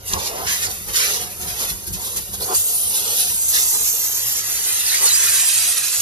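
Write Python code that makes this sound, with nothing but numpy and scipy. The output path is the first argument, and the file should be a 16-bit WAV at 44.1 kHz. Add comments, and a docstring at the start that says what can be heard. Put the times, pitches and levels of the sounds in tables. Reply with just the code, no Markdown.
"""Inside a small padded car cabin, a vacuum's crevice nozzle sweeps the back of a leather seat,
then follows the fold toward the listener. Air hisses and swishes through the gap at the tip, with
breathy whistles, a hollow slurp and the ring of the wand. The tip drags on the leather, snaps
against a belt buckle and bumps the seat; the motor hums faintly outside. All of it is heard
through the two microphone ports of a phone."""
import sys
import numpy as np
from scipy import signal
from scipy.fft import rfft, irfft, next_fast_len
from scipy.io import wavfile
from scipy.ndimage import map_coordinates

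SR = 44100
rng = np.random.default_rng(int(sys.argv[2]) if len(sys.argv) > 2 else 0)


def int16_out(signal):
    """Quantize to a 16-bit WAV file."""
    q = np.round(np.clip(np.atleast_2d(signal).T, -1, 1) * 32767)
    wavfile.write(sys.argv[1], SR, q.astype(np.int16))


N = 265041
TIME = np.arange(N) / SR
SIZE = next_fast_len(N + SR // 2)
HZ = np.maximum(np.fft.rfftfreq(SIZE, 1 / SR), 1)

# The four colours of the hiss (body, low end, sharp edge, thin top): f/Hz, relative level/dB
BODY_SPECTRUM = [(2200, -21), (2800, -5.5), (4000, 0), (5500, 0), (6500, 2), (7800, -6)]
LOW_SPECTRUM = [(1000, -10), (1350, 2), (2000, 8), (2600, 3.5), (3200, 2)]
EDGE_SPECTRUM = [(6000, -10.5), (7000, -4.5), (8300, -2.5), (9500, -8), (10500, -15.5)]
TOP_SPECTRUM = [(7600, -20), (9000, -6), (10000, -1), (12000, -2), (14000, -3.5), (17000, -4.5)]
# Bed of leaking air, faint on the seat back, strong in the fold: t/s, body/dB, low/dB, edge/dB, top/dB
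AIR_LEAK = [(0, -43, -54, -53, -46), (.07, -42.5, -45, -67, -34), (.6, -30.5, -34.5, -28, -29),
            (.8, -36, -43.5, -35.5, -30.5), (1.35, -40.5, -45, -39, -33.5), (1.55, -43, -39, -46, -30.5),
            (1.8, -39, -47.5, -36, -33.5), (2.38, -51, -50, -46, -36), (2.54, -28, -39.5, -25, -30),
            (2.56, -28, -38.5, -15.5, -24), (2.8, -29.5, -48, -26.5, -27), (3.05, -24, -42, -35.5, -27.5),
            (3.42, -31.5, -43, -19.5, -25), (3.7, -28.5, -42.5, -20, -33), (3.9, -26.5, -40, -20.5, -21.5),
            (4.1, -28.5, -39.5, -22.5, -26), (4.33, -25.5, -38.5, -21.5, -22),
            (4.39, -28.5, -39, -25, -27.5), (4.8, -26, -36.5, -29, -26), (4.99, -21.5, -32, -19.5, -26),
            (5.15, -21, -29.5, -13, -25.5), (5.7, -22, -33.5, -23, -25), (5.82, -24, -35, -21, -27.5),
            (6.01, -23.5, -36, -19.5, -24)]
# The tip presses in or hops a seam: peak t/s, level/dB, rise/s, fall/s, low offset/dB, treble offset/dB
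AIR_SWISHES = [(.088, -29, 0.018, 0.037, -29, 3), (0.138, -23, 0.021, 0.017, -4, -2.5),
               (.2, -25, 0.02, 0.11, -14, -6.5), (.275, -22.5, 0.022, 0.015, -16, -5),
               (.385, -32.5, 0.024, 0.019, -5, -7), (.472, -20.5, 0.005, 0.04, -3, -13),
               (.505, -20, 0.031, 0.086, -6.5, -2.5), (0.636, -19.5, 0.013, 0.036, -7.5, -5),
               (.715, -29, .012, 0.01, -18, 1), (.892, -33, 0.017, 0.12, -3.5, 0),
               (0.967, -16.5, 0.018, 0.055, -9.5, -4), (1.014, -16.5, 0.025, 0.071, -5.5, -3.5),
               (1.14, -22.5, 0.11, 0.087, -12, -4), (1.235, -29, 0.033, 0.017, -8.5, 0),
               (1.423, -29, 0.017, 0.033, -8.5, 0.5), (1.5, -26.5, 0.025, 0.091, -9, -1),
               (1.62, -25.5, 0.038, 0.08, -11, 0), (1.7, -27, 0.018, 0.016, -9, 2.5),
               (1.88, -30, 0.011, 0.023, -11, 3.5), (1.941, -28.5, 0.01, 0.026, -16, 1),
               (2.057, -30.5, 0.049, 0.29, -16, 2.5), (2.174, -25, 0.011, 0.02, -12, 2),
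               (2.345, -29.5, 0.012, 0.015, -15, 4.5), (2.427, -30, 0.02, 0.12, -21, 4.5),
               (2.549, -20.5, 0.0038, 0.0047, -13, 3.5), (2.965, -23, 0.03, 0.068, -20, 0),
               (3.213, -20, 0.066, 0.1, -15, -3.5), (3.5, -40, 0.014, 0.055, -23, 18),
               (3.562, -18.5, 0.028, 0.07, -18.5, 1.5), (3.72, -27.5, 0.041, 0.078, -10, 9),
               (4.335, -33.5, 0.048, .015, -21, 6.5), (4.7, -28.5, 0.15, 0.014, -10, 6),
               (4.925, -22, 0.12, 0.067, -14, -1.5), (5.022, -24, 0.009, 0.024, -7, 6),
               (5.06, -18, 0.0065, 0.031, -11, 1), (5.27, -20, 0.038, 0.061, -7.5, -2),
               (5.53, -23.5, 0.044, 0.096, -20, -6), (5.783, -25, 0.031, 0.013, -8, -3)]
# The slit's width moves the centre of the sharp edge: t/s, f/Hz
EDGE_PATH = [(0, 8300), (2.55, 8300), (2.85, 9000), (3.05, 7500), (3.2, 9200), (3.4, 8400), (3.56, 7900),
             (3.8, 8100), (4.0, 7500), (4.3, 7500), (4.8, 8000), (5.1, 8000), (5.7, 8800), (6.01, 8400)]
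# Tilt of the thin top: t/s, gain an octave above the knee/dB
TOP_TILT = [(0, -21), (2.4, -20), (2.6, 12), (2.95, 4), (3.05, -4), (3.2, 1), (3.6, 2), (4.2, 2),
            (4.7, -21), (5.1, -30), (5.8, -26), (6.01, -12)]
# Bounce off the cushion, then off the wall of the fold: t/s, delay/ms, strength/0-1
SEAT_BOUNCE = [(0, .89, .15), (3.7, .82, .15), (4.99, .69, .12), (5.02, 1.33, .2), (5.15, 1.27, .32),
               (5.55, 1.19, .34), (6.01, 1.02, .3)]
# Air-column resonances of the wand: f/Hz, width/Hz, boost/dB
WAND_MODES = [(460, 550, 7.5), (726, 19, 16), (868, 100, 5.5), (1030, 170, 6.5), (1250, 59, 4.5),
              (2544, 140, 4.5), (4900, 100, 2), (5830, 170, 3.5)]
# The gap narrows or the mouth half closes: t/s, half-length/s, from f/Hz, to f/Hz, width/Hz, level/dB
SLIT_WHISTLES = [(0.665, 0.008, 5130, 4850, 300, -24.5), (2.07, 0.045, 3800, 3730, 250, -37),
                 (2.425, 0.017, 3890, 4580, 400, -26), (2.514, 0.024, 1020, 1033, 98, -30),
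                 (2.65, 0.022, 8550, 8200, 400, -25), (3.097, 0.096, 695, 484, 149, -45),
                 (3.2, 0.04, 12330, 9640, 700, -23.5), (3.564, 0.024, 1886, 1926, 200, -27.5),
                 (4.87, 0.0085, 5050, 4600, 150, -22), (4.894, 0.015, 4450, 3970, 120, -22),
                 (4.926, 0.0092, 3890, 3730, 120, -23), (4.946, 0.011, 4130, 4930, 200, -23.5),
                 (4.944, 0.02, 1884, 2213, 199, -26), (5.041, 0.027, 1065, 927, 200, -34),
                 (5.048, 0.0207, 8400, 7770, 900, -12), (5.075, 0.0073, 5180, 4670, 150, -18),
                 (5.08, 0.0066, 4330, 4340, 100, -25), (5.106, 0.015, 4070, 3860, 100, -20),
                 (5.151, 0.014, 4880, 4870, 80, -19.5), (5.281, 0.078, 1840, 1630, 150, -33.5),
                 (5.493, 0.0098, 3990, 3950, 200, -24), (5.701, 0.027, 9060, 8650, 910, -16.5),
                 (5.786, 0.011, 10100, 10060, 400, -19.5), (4.799, 0.49, 1986, 1975, 85, -43),
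                 (5.6, 0.33, 2608, 2610, 90, -34.5)]
# Hollow slurp of the half-covered mouth on the first stroke: t/s, f/Hz, level/dB
SLURP_PATH = [(.1, 1100, -60), (.13, 1070, -34), (.165, 980, -33), (.19, 830, -31.5), (.23, 700, -34),
              (.31, 660, -35), (.36, 740, -32), (.39, 900, -33), (.42, 990, -30), (.445, 1090, -34),
              (.48, 1200, -60)]
# Gliding resonances of the pocket between tip and fold, one path each: t/s, f/Hz, level/dB
POCKET_PATHS = [
    [(2.5, 13400, -52), (2.6, 13000, -31), (3.0, 11700, -31), (3.6, 11300, -34.5), (4.0, 12400, -24),
     (4.3, 11900, -28), (4.6, 11980, -39), (5.0, 11800, -35), (5.35, 12360, -28), (5.55, 12500, -45)],
    [(2.65, 11100, -50), (2.75, 11000, -27), (3.0, 9970, -24), (3.1, 9700, -53)],
    [(2.65, 9460, -63), (2.75, 9130, -20), (3.0, 8480, -24.5), (3.4, 8580, -25), (3.5, 8660, -50)],
    [(4.5, 7800, -47), (4.65, 8580, -21), (4.95, 8900, -21), (5.0, 8800, -50)],
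    [(4.98, 8170, -50), (5.07, 8380, -34), (5.3, 9700, -24), (5.52, 11140, -31), (5.75, 11770, -32),
     (6.01, 12800, -35)],
    [(5.1, 7500, -50), (5.2, 7570, -34), (5.55, 8500, -17), (5.85, 8150, -30), (6.01, 8260, -34)],
]

# Colours of the drag and of the thuds: f/Hz, relative level/dB
DRAG_SPECTRUM = [(140, -16), (230, -2.5), (280, -7.5), (340, -2), (445, 3), (576, 1), (712, 1.5), (776, 3),
                 (1500, 2), (1950, -49), (3300, -120)]
THUD_SPECTRUM = [(15, -40), (25, -17), (49, 8), (92, 5.5), (151, -4.5), (200, 0), (276, -25), (300, -12.5),
                 (390, -11), (660, -120)]
# The tip slides along the leather: touch t/s, lift t/s, level/dB
TIP_STROKES = [(0.13, 0.448, -33.5), (.5, 0.716, -43.5), (0.881, 1.242, -37.5), (1.41, 1.705, -38.5),
               (1.978, 2.193, -39.5), (2.41, 2.545, -42), (2.906, 3.32, -43)]
# It catches and scrapes harder: peak t/s, level/dB, rise/s, fall/s
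TIP_SCRAPES = [(.158, -29.5, 0.035, 0.06), (.415, -33, 0.027, 0.11), (.668, -33, 0.018, 0.057),
               (1.11, -34, 0.022, 0.17), (1.62, -31.5, 0.018, 0.066), (2.34, -39, 0.0086, 0.025),
               (2.425, -30.5, 0.015, 0.02), (2.535, -23.5, 0.041, 0.013), (3.11, -36, 0.094, 0.068),
               (3.56, -35, 0.024, 0.074), (3.775, -39.5, 0.039, .04), (4.7, -40.5, 0.015, 0.045),
               (5.035, -32, 0.033, 0.049), (5.22, -48, 0.033, 0.19)]
# Tip or hose bumps the seat: peak t/s, level/dB
SEAT_BUMPS = [(.16, -30.5), (.475, -35.5), (0.559, -51), (.688, -38.5), (.905, -38.5), (1.24, -38.5),
              (1.455, -33), (1.738, -34.5), (1.9, -35.5), (1.95, -33.5), (2.188, -39), (2.34, -39),
              (2.426, -36.5), (2.568, -42), (2.88, -41), (3.295, -43), (3.746, -47), (3.833, -48.5),
              (4.557, -46), (5.04, -48)]
# Light drag and rumble that never stop: t/s, drag/dB, rumble/dB
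HANDLING_BED = [(0, -44, -45.5), (.8, -45.5, -44), (1.6, -46, -42.5), (2.3, -47, -45), (2.7, -41.5, -49),
                (3.2, -42.5, -47), (3.5, -43, -43.5), (4.0, -42.5, -51.5), (4.6, -43.5, -51),
                (5.2, -42.5, -55.5), (6.01, -45.5, -56)]
# Rumble common to both ports: f/Hz, power share/0-1
THUD_COMMON = [(40, .45), (80, .35), (150, .7), (300, .92)]
# The tip snaps against the buckle: t/s, level/dB, from f/Hz, to f/Hz, half-length/s
BUCKLE_SNAPS = [(.136, -4, 3000, 6700, .0011), (.1381, -6.5, 6400, 6600, .0014)]
# Partials of the motor: f/Hz, starting level/dB
MOTOR_PARTIALS = [(98, -49.5), (194, -65.5)]

# The nozzle travels from the right to about centre: t/s, left port's delay/ms
LEFT_LAG = [(0, .26), (.45, .22), (2.4, .19), (2.75, .17), (3.05, .22), (3.4, .19), (4.2, .11), (5.0, .06),
            (5.5, 0.01), (6.01, -.03)]
# Sound that arrives direct rather than off the cabin: f/Hz, power share/0-1
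DIRECT_SHARE = [(100, .85), (300, .97), (700, .66), (1500, .64), (2500, .38), (4500, .3), (7000, .6),
                (10000, .9)]
# Phase of the direct sound between the ports: f/Hz, left lead/rad
LEFT_PHASE = [(300, 0), (400, -.1), (650, -1.0), (1200, -.2), (6000, -.3)]
# Tone of the left port against the right: f/Hz, gain/dB
LEFT_COLOUR = [(100, -.9), (250, 0), (450, 2.5), (700, -2.5), (1200, -2.5), (2800, -1), (4000, -3.5),
               (7000, -3.5), (9500, 0)]
# The left side loses some sharp hiss at the end: t/s, gain/dB
LEFT_DIP = [(0, 0), (4.9, 0), (5.05, -3.5), (5.5, -3), (6.01, -2)]


def gap_hiss(edge_trim_db=-1, edge_rest_hz=8300):
    """Air rushes through a fluttering gap: four bands of hiss waver together and a little apart."""
    low_db, treble_db = np.transpose(AIR_SWISHES)[4:]
    swish_colours = amp([np.zeros_like(low_db), low_db, treble_db + edge_trim_db, treble_db]) ** 2
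    swishes = np.array([swell(*row[:4]) for row in AIR_SWISHES])
    power = amp(in_time(AIR_LEAK)) ** 2 + swish_colours @ swishes
    body, low, edge, top = np.sqrt(power) * flutter(1, 14)
    body *= flutter(.27, 20) * turbulence(BODY_SPECTRUM, grain_db=0)
    low *= flutter(.66, 36) * turbulence(LOW_SPECTRUM, grain_db=.5)
    edge_shift_hz = in_time(EDGE_PATH)[0] - edge_rest_hz
    edge *= flutter(1, 12) * shifted(turbulence(EDGE_SPECTRUM, grain_db=1.76), edge_shift_hz)
    top *= flutter(.98, 35) * tilted(turbulence(TOP_SPECTRUM, grain_db=.2), in_time(TOP_TILT)[0])
    bright = edge + top
    return body + low + bright + seat_bounce(bright)


def turbulence(spectrum, grain_db):
    """Noise of uneven eddies, coloured by a spectrum and the wand; rms 1."""
    eddies = rng.standard_normal(N) * flutter(grain_db, 220)
    in_band = (HZ > spectrum[0][0]) & (HZ < spectrum[-1][0])
    return unit_rms(filtered(eddies, amp(at_hz(spectrum)) * in_band * wand_ring()))


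def wand_ring():
    """Response of the wand's air column, which lifts its own resonances out of the noise."""
    return 1 + sum((amp(db) - 1) / (1 + (2 * (HZ - hz) / width) ** 2) for hz, width, db in WAND_MODES)


def seat_bounce(bright):
    """Only short waves bounce cleanly off the small surfaces; the moving echo combs the treble."""
    delay_ms, strength = in_time(SEAT_BOUNCE)
    return strength * flutter(3, 6) * delayed(bright, delay_ms + .012 * drift(5))


def slit_whistles():
    """Brief breathy whistles that slide in pitch as the air squeezes through a slit."""
    out = 0
    for s, half_length, from_hz, to_hz, width_hz, db in SLIT_WHISTLES:
        envelope, phase = glide(s, half_length, from_hz, to_hz, reach=3)
        out += amp(db) * envelope * breathy(phase, width_hz)
    return out


def cavity_resonance(path, width_hz):
    """A hollow at the tip rings as a gliding band of noise while the leather covers and frees it."""
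    hz, db = in_time(path)
    sounding = (TIME > path[0][0]) & (TIME < path[-1][0])
    phase = 2 * np.pi * np.cumsum(hz) / SR
    return sounding * amp(db) * flutter(2.25, 13) * breathy(phase, width_hz)


def leather_drag(touch_s=.012, lift_s=.014):
    """Plastic rubs on leather: held strokes and harder scrapes over a light bed of friction."""
    power = amp(in_time(HANDLING_BED)[0]) ** 2 + sum(swell(*row) for row in TIP_SCRAPES)
    for touch, lift, db in TIP_STROKES:
        held = swell(touch, db, touch_s, np.inf)
        released = swell(lift, db, touch_s, lift_s)
        power += np.where(TIME < lift, held, released)
    return np.sqrt(power) * flutter(.53, 28) * turbulence(DRAG_SPECTRUM, grain_db=1)


def seat_thuds():
    """Dull bumps and rumble through seat and hose, partly shared by the two ports."""
    centre, left, right = (turbulence(THUD_SPECTRUM, grain_db=3) for _ in range(3))
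    bumps = sum(swell(s, db, rise_s=.035, fall_s=.045) for s, db in SEAT_BUMPS)
    power = amp(in_time(HANDLING_BED)[1]) ** 2 + bumps
    common = at_hz(THUD_COMMON)
    rumble = filtered(centre, np.sqrt(common)) + filtered(np.array([left, right]), np.sqrt(1 - common))
    return np.sqrt(power) * flutter(.59, 9.6) * rumble


def buckle_snaps():
    """The tip strikes the belt buckle: two tiny rising chirps, heard as a sharp snap."""
    out = 0
    for s, db, from_hz, to_hz, half_length in BUCKLE_SNAPS:
        envelope, phase = glide(s, half_length, from_hz, to_hz, reach=4)
        out += amp(db) * envelope * np.sin(phase)
    return out


def motor_hum(rise_db_per_s=.13):
    """The motor outside: a faint rough hum that wavers in level and phase and creeps up slightly."""
    out = 0
    for hz, db in MOTOR_PARTIALS:
        level = amp(db + rise_db_per_s * TIME) * flutter(3, 8)
        out += level * np.sin(2 * np.pi * hz * TIME + 1.5 * drift(7))
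    return out


def cabin_reflections(x, t60_s=.04, renew_s=.06):
    """Dense short echoes off glass and padding, different at each port, renewed as the nozzle moves."""
    step, t = int(renew_s * SR), np.arange(SR // 4) / SR
    fade = np.sin(np.pi * np.arange(2 * step) / (2 * step))[None]   # overlaps keep the power even
    padded = np.pad(x, (step, 2 * step))
    out = np.zeros((2, N + 3 * step + len(t)))
    for start in range(0, N + step, step):
        tail = rng.standard_normal((2, len(t))) * amp(-60 * t / t60_s) * (t > .001)
        tail /= np.sqrt(np.sum(tail ** 2, axis=1, keepdims=True))
        echoes = signal.fftconvolve(fade * padded[start:start + 2 * step], tail, axes=1)
        out[:, start:start + echoes.shape[1]] += echoes
    return out[:, step:step + N]


def swell(s, db, rise_s, fall_s):
    """Power envelope: a bell-shaped attack to the peak, then an exponential release."""
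    t = TIME - s
    return amp(db) ** 2 * np.exp(-np.where(t < 0, (t / rise_s) ** 2, 2 * t / fall_s))


def glide(s, half_length, from_hz, to_hz, reach):
    """Bell envelope, cut at reach half-lengths each side, and phase of a tone that slides as tanh."""
    t = np.clip((TIME - s) / half_length, -reach, reach)
    turns = half_length * ((from_hz + to_hz) / 2 * t + (to_hz - from_hz) / 2 * np.log(np.cosh(t)))
    return (np.abs(t) < reach) * np.exp(-.5 * t ** 2), 2 * np.pi * turns


def breathy(phase, width_hz):
    """A narrow band of noise that follows a tone's phase."""
    return drift(width_hz, step=10) * np.sin(phase) + drift(width_hz, step=10) * np.cos(phase)


def drift(rate_hz, step=40):
    """Smooth random modulation of spread 1, drawn once every step samples."""
    pole = np.exp(-2 * np.pi * step * rate_hz / SR)
    noise = rng.standard_normal(N // step + 2002)
    slow = signal.lfilter([1], [1, -2 * pole, pole * pole], noise)[2000:]
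    return np.interp(np.arange(N) / step, np.arange(len(slow)), unit_rms(slow))


def flutter(depth_db, rate_hz):
    """A gain that wavers at random around 1."""
    return amp(depth_db * drift(rate_hz))


def shifted(x, shift_hz):
    """x with its whole spectrum moved up or down."""
    return np.real(signal.hilbert(x, SIZE)[:N] * np.exp(2j * np.pi * np.cumsum(shift_hz) / SR))


def tilted(x, gain_db, knee_hz=11500):
    """x with its top tilted, reaching gain_db an octave above the knee."""
    upper = filtered(x, np.clip(np.log2(HZ / knee_hz), 0, 1))
    return x + (amp(gain_db) - 1) * upper


def delayed(x, ms):
    """x through a moving delay."""
    return map_coordinates(x, [np.arange(N) - ms * SR / 1000], order=3, mode="nearest")


def filtered(x, response):
    """x through a frequency response."""
    return irfft(rfft(x, SIZE) * response, SIZE)[..., :N]


def in_time(rows):
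    """One automation curve for each column after the time."""
    s, *columns = np.transpose(rows)
    return [np.interp(TIME, s, column) for column in columns]


def at_hz(points):
    """A table over frequency as a curve on the filter grid."""
    hz, values = np.transpose(points)
    return np.interp(np.log(HZ), np.log(hz), values)


def amp(db):
    """dB to gain."""
    return 10 ** (np.asarray(db) / 20)


def unit_rms(x):
    """x scaled to rms 1."""
    return x / np.sqrt(np.mean(x ** 2) + 1e-20)


def scene():
    """The stereo mix: direct sound placed by its lag at the left port, cabin scatter, and thuds."""
    air = gap_hiss() + leather_drag() + cavity_resonance(SLURP_PATH, width_hz=200)
    air += sum(cavity_resonance(path, width_hz=680) for path in POCKET_PATHS)
    air += motor_hum()
    whistles, snaps = slit_whistles(), buckle_snaps()
    near = air + amp(3) * whistles + snaps   # whistles beam more than the hiss
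    scattered = cabin_reflections(air + amp(-4) * whistles + amp(-10) * snaps)
    direct = np.array([delayed(near, in_time(LEFT_LAG)[0]), near])
    share = at_hz(DIRECT_SHARE)
    port_phase = np.exp(1j * np.outer([1, 0], at_hz(LEFT_PHASE)))
    airborne = filtered(direct, np.sqrt(share) * port_phase) + filtered(scattered, np.sqrt(1 - share))
    return airborne + seat_thuds()


def record(dry):
    """The phone: left treble comes from the right port, inverted and early; soft peaks, a cut top."""
    crossover_hz, lead_ms = 7500, .128
    dip_hz, dip_width_hz, cutoff_hz = 8000, 1100, 15720
    treble = 1 / (1 + (crossover_hz / HZ) ** 14)
    flipped_early = -np.exp(2j * np.pi * HZ * lead_ms / 1000)
    colour = amp(at_hz(LEFT_COLOUR))
    left = filtered(dry[0], colour * np.sqrt(1 - treble))
    left += filtered(dry[1], colour * np.sqrt(treble) * flipped_early)
    sharp_band = filtered(left, np.exp(-((HZ - dip_hz) / dip_width_hz) ** 2))
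    left += (amp(in_time(LEFT_DIP)[0]) - 1) * sharp_band
    rounded = .9 * np.tanh(np.array([left, dry[1]]) / .9)
    return signal.sosfilt(signal.ellip(14, .3, 80, cutoff_hz, fs=SR, output="sos"), rounded)


dry = scene()
out = record(dry)
int16_out(out)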